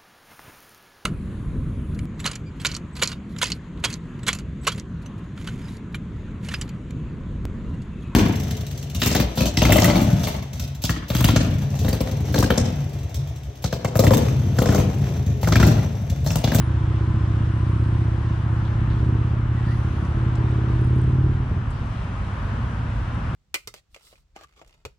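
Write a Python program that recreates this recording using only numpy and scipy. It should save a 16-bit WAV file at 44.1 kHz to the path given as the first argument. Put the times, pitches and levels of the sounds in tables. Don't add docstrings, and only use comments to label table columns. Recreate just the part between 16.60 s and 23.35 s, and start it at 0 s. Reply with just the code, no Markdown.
import sys
import numpy as np
from scipy import signal
from scipy.fft import rfft, irfft
from scipy.io import wavfile
from scipy.ndimage import uniform_filter1d

SR = 44100
rng = np.random.default_rng(int(sys.argv[2]) if len(sys.argv) > 2 else 0)


def unload_wav(signal):
    wavfile.write(
        sys.argv[1],
        SR,
        np.round(np.clip(np.atleast_2d(signal).T, -1, 1) * 32767).astype(np.int16),
    )


N = 297671
TIME = np.arange(N) / SR
BINS = np.fft.rfftfreq(N, 1 / SR)

# time in seconds, cycles per second in Hz.
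ENGINE_SPEED = [(0.0, 13.81), (0.12, 14.8), (.26, 15.1), (.44, 14.93), (.6, 15.11), (1.55, 15.703),
                (1.95, 15.705), (2.5, 16.3), (3.0, 16.745), (3.65, 16.855), (4.2, 17.3), (4.7, 18.56),
                (5.0, 18.24), (5.3, 16.997), (5.8, 16.001), (6.75, 15.799)]
# time in seconds, spread of push strength in dB, spread of firing
# time in seconds, gap between the two cylinders in cycles, extra crack of the second cylinder in dB.
COMBUSTION = [(0, .7, .0003, .422, -1), (1.4, .7, .0002, .42, .5), (1.8, 1.2, .0003, .42, .5),
              (2.4, .8, .0002, .424, 2), (3.0, .9, .00025, .425, 3), (3.45, 1.3, .0005, .422, 1),
              (4.1, .7, .0002, .427, 3), (4.7, .6, .00015, .419, -.5), (4.95, 3, .002, .42, 0),
              (6.75, 3.5, .003, .42, 0)]
# time in seconds, effort in dB above cruising.
EFFORT = [(0, -3.5), (.15, -1.5), (1.35, 0.5), (1.75, -4), (2.25, -3.5), (2.5, 2.5), (2.7, -3), (3.3, -1.5),
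          (4.0, 0), (4.3, 1.5), (4.68, 3), (4.85, -11), (5.25, -21), (5.7, -26), (5.95, -16), (6.75, -24.5)]


def motorcycle():
    # frequency in Hz, relative gain in dB.
    pipe_spectrum = [(20, -52), (45, -21), (60, -4.5), (75, -0.2), (86, -4), (120, 4), (152, -10.5),
                     (170, -7), (188, -18.5), (222, -14), (268, -21), (305, -18.5), (335, -19.5),
                     (390, -27), (480, -47), (2500, -100)]
    # start in seconds, peak of the pipe in dB, peak of the rasp in dB.
    pops = [(4.912, -11.5, -27), (4.976, -20, -48.5)]
    effort = curves(EFFORT)[0]
    pushes, cracks = firings()
    pipe = ring(pipe_spectrum)
    exhaust = signal.fftconvolve(pushes, pipe)[:N]
    fronts = signal.fftconvolve(cracks, pipe)[:N]
    growl_hz, bark_hz = 148, 262
    low = below(exhaust, growl_hz)
    thump = exhaust_thump(low, effort)
    growl = exhaust_growl(below(exhaust - low, bark_hz), effort)
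    bark = exhaust_bark(fronts - below(fronts, bark_hz), effort)
    rasp, crack = exhaust_rasp(cracks)

    gas_db, rasp_gas_db = -17, -11
    ruffled_growl = growl * (1 + amp(gas_db) * drift(75))
    ruffled_rasp = rasp * (1 + amp(rasp_gas_db) * drift(100))
    upper = ruffled_growl + bark + ruffled_rasp
    direct = thump + upper + reflection(upper)
    for s, db, crack_db in pops:
        add(direct, s, amp(db) * pipe / abs(pipe).max() + amp(crack_db) * crack / abs(crack).max())
    echo_db, thump_echo_db = -11, -24
    return direct + scattered_echoes(amp(echo_db) * upper + amp(thump_echo_db) * thump)


def firings(second_db=-1, crack_spread=1.8):
    s = firing_times()
    spread_db, jitter_s, _, second_crack_db = curves(COMBUSTION, s)
    strength, late = np.clip(rng.standard_normal((len(s), 2)), -2, 2).T
    second = np.arange(len(s)) % 2
    pushes, cracks = np.zeros((2, N))
    at = np.clip(np.round((s + jitter_s * late) * SR).astype(int), 0, N - 1)
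    pushes[at] = amp(spread_db * strength + second * second_db)
    cracks[at] = amp(crack_spread * spread_db * strength + second * second_crack_db)
    return pushes, cracks


def firing_times(first=0.029):
    cycles = np.cumsum(curves(ENGINE_SPEED)[0]) / SR
    lead = np.arange(int(cycles[-1]) + 1) + first
    gap = curves(COMBUSTION, np.interp(lead, cycles, TIME))[2]
    return np.interp(np.column_stack([lead, lead + gap]).ravel(), cycles, TIME)


def exhaust_thump(low, effort):
    # middle in seconds, half width in seconds, depth in dB.
    thump_fades = [(1.6, 0.056, 2), (2.72, .08, 2), (3.4, .14, 14), (4.0, .12, 3)]
    cruising_db, db_per_effort_db, waver_db = -19, 0.46, 0.5
    level = amp(cruising_db + db_per_effort_db * effort + waver_db * drift(3.2))
    thump = level * levelled(low)
    upper_part = thump - below(thump, 100)
    fade = amp(sum(dip(*row) for row in thump_fades))
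    return thump + (fade - 1) * upper_part


def exhaust_growl(band, effort):
    cruising_db, db_per_effort_db = -35, 1
    swell_db = -dip(2.18, 0.2, 4)
    return amp(cruising_db + db_per_effort_db * effort + swell_db) * levelled(band)


def exhaust_bark(high, effort):
    cruising_db, db_per_effort_db = -39.5, 1.18
    shell_hz, shell_t60_s, shell_db = 322, 0.11, -5
    shell = np.cos(2 * np.pi * shell_hz * TIME) * np.exp(-np.log(1000) * TIME / shell_t60_s)
    ringing = levelled(signal.fftconvolve(high, shell)[:N])
    bark = levelled(high) + amp(shell_db) * ringing
    return amp(cruising_db + db_per_effort_db * effort) * levelled(bark)


def exhaust_rasp(cracks):
    # frequency in Hz, relative gain in dB.
    crack_spectrum = [(100, -26.5), (195, -9.5), (280, -9.5), (360, 0.5), (440, 1.5), (500, -8), (600, -11),
                      (1200, -28), (8000, -90.5)]
    # time in seconds, level in dB, centre in Hz.
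    rasp_course = [(0, -50.5, 362), (.35, -44, 365), (1.45, -46, 360), (1.85, -53.5, 370), (2.2, -52, 370),
                   (2.48, -43.5, 430), (2.8, -49.5, 370), (3.5, -48, 378), (4.0, -42, 392),
                   (4.65, -39.5, 385), (4.85, -50.5, 390), (5.2, -62, 350)]
    db, centre_hz = curves(rasp_course)
    crack = ring(crack_spectrum)
    rasp = resonate(signal.fftconvolve(cracks, crack)[:N], centre_hz, width_hz=68)
    return amp(db) * levelled(rasp), crack


def reflection(x):
    delay_s, growth_s_per_s, db = 0.00875, 0.001686, -10
    return amp(db) * np.interp(TIME - delay_s - growth_s_per_s * TIME, TIME, x, left=0)


def intake():
    # centre in Hz, width in Hz, level in dB before throttle and fade.
    resonances = [(560, 27, -57), (1012, 35, -49)]
    gulp_at, sharpness = 0.55, 1.2
    db_per_effort_db, fade_db_per_s, echo_db = 1, 3, -6.5
    cycles = np.cumsum(curves(ENGINE_SPEED)[0]) / SR
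    gulp = unit(np.exp(sharpness * np.cos(2 * np.pi * (cycles - gulp_at))))
    air = below(rng.standard_normal(N), 1400)
    bands = sum(amp(db) * unit(resonate(air, np.full(N, hz), width_hz)) for hz, width_hz, db in resonances)
    hoot = bands * gulp * amp(db_per_effort_db * curves(EFFORT)[0] - fade_db_per_s * TIME)
    return hoot + scattered_echoes(amp(echo_db) * hoot)


def ticks():
    # start in seconds, peak of the body in dB before the
    # lean to the left, centre in Hz.
    loose_part = [(4.102, -53, 8000), (4.132, -57, 9300), (4.156, -57, 8000), (4.189, -56, 9700),
                  (4.213, -47, 9100), (4.246, -51, 9500), (4.271, -47, 8700), (4.303, -55, 8400),
                  (4.334, -51, 6700), (4.360, -54, 9800), (4.384, -49, 9200), (4.416, -46, 8900),
                  (4.44, -53, 8200), (4.472, -55, 8700), (4.495, -53, 8900)]
    # start in seconds, peak in dB, centre in Hz, t60 in seconds, width in octaves.
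    scuffs = [(1.235, -46, 3900, .4, .35), (2.05, -39, 3200, .3, .33), (2.30, -40, 3300, .26, .33),
              (3.449, -45, 5800, .1, .42), (3.754, -33, 4500, .005, .45), (3.7585, -40, 6500, .006, .35),
              (3.782, -44, 4400, .03, .25), (3.91, -54, 8600, .03, .1), (5.104, -47.5, 8000, .11, .3),
              (5.265, -58, 9000, .02, .25), (6.548, -50, 8500, .03, .12)]
    t60_s, octaves, edge_hz, edge_db, lean_db = 0.023, 0.12, 11500, -17, 4
    out = np.zeros((2, N))
    lean = amp(np.array([[.5], [-.5]]) * lean_db)
    for s, db, hz in loose_part:
        body = burst(hz, t60_s, octaves)
        edge = amp(edge_db) * burst(edge_hz, t60_s, octaves)
        add(out, s, amp(db) * lean * (body + edge))
    for s, db, hz, scuff_t60_s, scuff_octaves in scuffs:
        add(out, s, amp(db) * burst(hz, scuff_t60_s, scuff_octaves))
    return out


def burst(hz, t60_s, octaves, size=16384):
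    rise_s = 0.0004
    f, t = np.fft.rfftfreq(size, 1 / SR), np.arange(size) / SR
    band = np.exp(-.5 * (np.log2((f + 1) / hz) / octaves) ** 2)
    envelope = np.minimum(t / rise_s, 1) * np.exp(-np.log(1000) * t / t60_s)
    x = irfft(rfft(rng.standard_normal((2, size))) * band) * envelope
    x = x + .3 * x[::-1]
    return x / abs(x).max()


def car():
    # heard from in seconds, rise in seconds, level in dB at that start, firing rate in Hz at
    # that start, pitch gain in Hz per second, loss in dB per second (negative grows louder).
    near_car = (5.5, 0.1, -32, 47.5, 7, -2)
    # multiple, relative level in dB.
    orders = [(1, -1.5), (2, 1), (3, -17), (4, -32), (5, -29.5)]
    start, rise, db, hz, hz_per_s, fade_db_per_s = near_car
    age = np.maximum(TIME - start, 0)
    turns = np.cumsum((hz + hz_per_s * age) * (1 + 0.011 * drift(8.4))) / SR
    hum = sum(amp(level) * np.sin(2 * np.pi * (round(k) * turns + rng.random())) for k, level in orders)
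    return unit(hum) * np.minimum(age / rise, 1) * amp(db - fade_db_per_s * age + 4.1 * drift(5.3))


def airy_tone():
    # time in seconds, centre in Hz, level in dB.
    airy_tone_course = [(2.93, 1880, -60), (2.98, 1910, -49), (3.03, 1860, -51.5), (3.075, 1790, -50),
                        (3.105, 1865, -43), (3.135, 1970, -47.5), (3.16, 1960, -62)]
    width_hz, echo_db = 95, -7
    hz, db = curves(airy_tone_course)
    turn = 2 * np.pi * np.cumsum(hz) / SR
    tone = (drift(width_hz) * np.cos(turn) + drift(width_hz) * np.sin(turn)) * amp(db)
    tone = tone * ((TIME > airy_tone_course[0][0]) & (TIME < airy_tone_course[-1][0]))
    return tone + amp(echo_db) * scattered_echoes(tone)


def brake():
    # frequency in Hz, level in dB.
    tones = [(11723, -80), (12275, -85.5)]
    start, end = 5.73, 5.95
    squeal = sum(amp(db) * np.sin(2 * np.pi * np.cumsum(hz + 7 * drift(40)) / SR) for hz, db in tones)
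    return arch(start, end - start) * squeal


def swishes(octaves=.13):
    # start in seconds, length in seconds, level in dB, centre in Hz.
    swells = [(-.05, 0.15, -63, 9541), (.85, 0.71, -67.5, 8800), (2.96, 0.6363, -71, 9801),
              (2.98, 0.54, -84, 13300), (3.02, 0.43, -66, 5900), (3.04, 0.1276, -57.5, 4400),
              (3.07, 0.1523, -68.5, 10280), (5.1, 0.1179, -62, 4666), (5.74, 0.2375, -66, 4598)]
    out = np.zeros((2, N))
    for start, length, db, hz in swells:
        band = np.exp(-.5 * (np.log2((BINS + 1) / hz) / octaves) ** 2)
        air = unit(irfft(rfft(rng.standard_normal((2, N))) * band, N))
        out += amp(db) * arch(start, length) * air
    return out


def traffic():
    # nearest at in seconds, time to pass in seconds, tyre roar in dB.
    passes = [(2.272, 0.15, -45), (3.8, 0.58, -43), (5.92, 0.2, -40), (6.699, .2, -41)]
    # middle in seconds, half length in seconds, dip of roar in dB, dip of hiss in dB.
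    lulls = [(2.735, 0.27, 0.5, 3), (4.802, 0.43, 1, 3)]
    # frequency in Hz, relative density in dB.
    roar_spectrum, hiss_spectrum, rumble_spectrum = [(150, -5.5), (400, -4.5), (560, -3.5), (740, -3.5),
                                                     (900, -1), (1020, 1), (1150, -0.5), (1400, -1.5),
                                                     (1800, -6.5), (2200, -12.5), (3000, -17), (5000, -49),
                                                     (12000, -89)], [(1200, -14.5), (2200, -4.5), (3000, -2),
                                                                   (3600, -5), (4500, -11), (5700, -12),
                                                                   (7200, -17.5), (9000, -18.5),
                                                                   (10200, -26), (11500, -37.5),
                                                                   (13000, -45.5), (15000, -57.5)], [(12, -28.5), (26, -13),
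                                                                                 (40, 1.5), (65, 2.5),
                                                                                 (110, -6.5), (160, -5.5),
                                                                                 (250, -10.5), (350, -23),
                                                                                 (550, -44.5), (1200, -69),
                                                                                 (5000, -100)]
    # time in seconds, level in dB.
    rumble_course = [(.4, -32.5), (.57, -28), (.8, -31), (1.9, -32.5), (2.25, -28), (2.7, -31),
                     (4.0, -30.5), (4.18, -28.5), (4.35, -27.5), (4.55, -29), (4.85, -28), (5.33, -30),
                     (5.7, -30), (5.92, -28), (6.2, -28.5), (6.75, -28.5)]
    far_roar_db, far_hiss_db, tyre_hiss_db = -41, -54, -22.5
    near = np.sqrt(sum(amp(db) ** 2 / (1 + ((TIME - s) / passing) ** 2) for s, passing, db in passes))
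    roar_lulls = amp(sum(dip(s, half, db, order=4) for s, half, db, _ in lulls))
    hiss_lulls = amp(sum(dip(s, half, db, order=4) for s, half, _, db in lulls))
    roar_level = np.hypot(amp(far_roar_db), near) * roar_lulls
    hiss_level = np.hypot(amp(far_hiss_db), amp(tyre_hiss_db) * near) * hiss_lulls
    roar = roar_level * street_noise(roar_spectrum, patchy_db=0.71)
    hiss = hiss_level * street_noise(hiss_spectrum, patchy_db=0.86) * amp(.6 * drift(4.8))
    rumble = amp(curves(rumble_course)[0]) * street_noise(rumble_spectrum, patchy_db=.8, size=4096)
    return roar + hiss + rumble


def street_noise(spectrum, patchy_db, size=1024):
    # frequency in Hz, left-right likeness (limited to -1..1 when read).
    likeness = [(25, 0.2), (70, 1.7), (300, 1.5), (550, 0.8137), (1000, 0.28), (2000, 0.1882), (3800, .5),
                (6000, -0.11), (10000, 0.025)]
    # frequency in Hz, left minus right in dB.
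    stereo_lean = [(50, 0), (250, 0.3), (550, 1), (1100, 4.5), (2200, 2.5), (4000, -.5), (9000, 0.5)]
    hz = np.fft.rfftfreq(size, 1 / SR)
    a, b, c, d, patches = rng.standard_normal((5, N // (size // 4) + 5, len(hz)))
    patches = uniform_filter1d(patches, size=14, axis=0)
    patches = unit(uniform_filter1d(patches, size=10, axis=1))
    same = np.clip(across(likeness, hz), -1, 1)
    lean = amp(across(stereo_lean, hz) / 2)
    left = a + 1j * b
    right = same * left + np.sqrt(1 - same ** 2) * (c + 1j * d)
    z = np.array([left * lean, right / lean]) * amp(across(spectrum, hz) + patchy_db * patches)
    x = signal.istft(z.transpose(0, 2, 1), nperseg=size, noverlap=size - size // 4)[1][:, :N]
    return x / x.mean(0).std()


def scattered_echoes(x, t60_s=0.14, size=13230):
    t = np.arange(size) / SR
    envelope = np.exp(-np.log(1000) * t / t60_s) * (1 - np.exp(-t / 0.013))
    taps = rng.standard_normal((2, size)) * envelope
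    taps = taps + .5 * taps[::-1]
    return signal.fftconvolve(x[None], taps / np.linalg.norm(taps[0]), axes=1)[:, :N]


def amp(db):
    return 10 ** (np.asarray(db) / 20)


def unit(x):
    return x / np.sqrt(np.mean(x ** 2) + 1e-20)


def curves(rows, t=TIME):
    s, *columns = np.transpose(rows)
    return [np.interp(t, s, c) for c in columns]


def across(points, hz):
    f, value = np.transpose(points)
    return np.interp(np.log(hz + 1), np.log(f), value)


def add(mix, s, sound):
    part = mix[..., max(round(s * SR), 0):][..., :sound.shape[-1]]
    part += sound[..., :part.shape[-1]]


def drift(rate_hz):
    return unit(irfft(rfft(rng.standard_normal(N)) / (1 + (BINS / rate_hz) ** 4), N))


def ring(points, size=16384):
    log_gain = np.log(amp(across(points, abs(np.fft.fftfreq(size, 1 / SR)))))
    response = np.fft.ifft(np.exp(np.conj(signal.hilbert(log_gain)))).real
    return response[:size // 2] * np.hanning(size)[size // 2:]


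def levelled(x, size=17640):
    window = np.hanning(size)
    weight = signal.fftconvolve(np.ones(N), window, "same")
    power = abs(signal.fftconvolve(x ** 2, window, "same")) / weight
    return x / np.sqrt(power + 1e-14)


def below(x, hz, order=12):
    return irfft(rfft(x) / (1 + (BINS / hz) ** order), N)


def resonate(x, hz, width_hz):
    turn = np.exp(2j * np.pi * np.cumsum(hz) / SR)
    r = np.exp(-np.pi * width_hz / SR)
    return 2 * (turn * signal.lfilter([1 - r], [1, -r], x / turn + 1e-18)).real


def dip(s, half_width, depth_db, order=2):
    return -depth_db * np.exp(-abs((TIME - s) / half_width) ** order)


def arch(start, length):
    return np.sqrt(np.maximum(np.sin(np.pi * np.clip((TIME - start) / length, 0, 1)), 0))


def scene():
    near = motorcycle() + intake() + ticks()
    road = traffic() + car() + brake()
    return near + road + airy_tone() + swishes()


def record(dry, ceiling=0.5, edge_hz=15600):
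    # frequency in Hz, phase in radians.
    left_lead = [(50, .14), (130, .14), (300, .29), (450, .5), (800, .4), (1400, .4), (3000, .2), (8000, 0)]
    balance_db = -.65
    left_over_right = amp(balance_db) * np.exp(1j * across(left_lead, BINS))
    ports = irfft(rfft(dry) * left_over_right ** np.array([[.5], [-.5]]), N)
    rounded = ceiling * np.tanh(ports / ceiling)
    band_limit = signal.firwin(511, edge_hz, window=("kaiser", 9), fs=SR)
    return signal.oaconvolve(rounded, band_limit[None], "same")


dry = scene()
out = record(dry)
unload_wav(out)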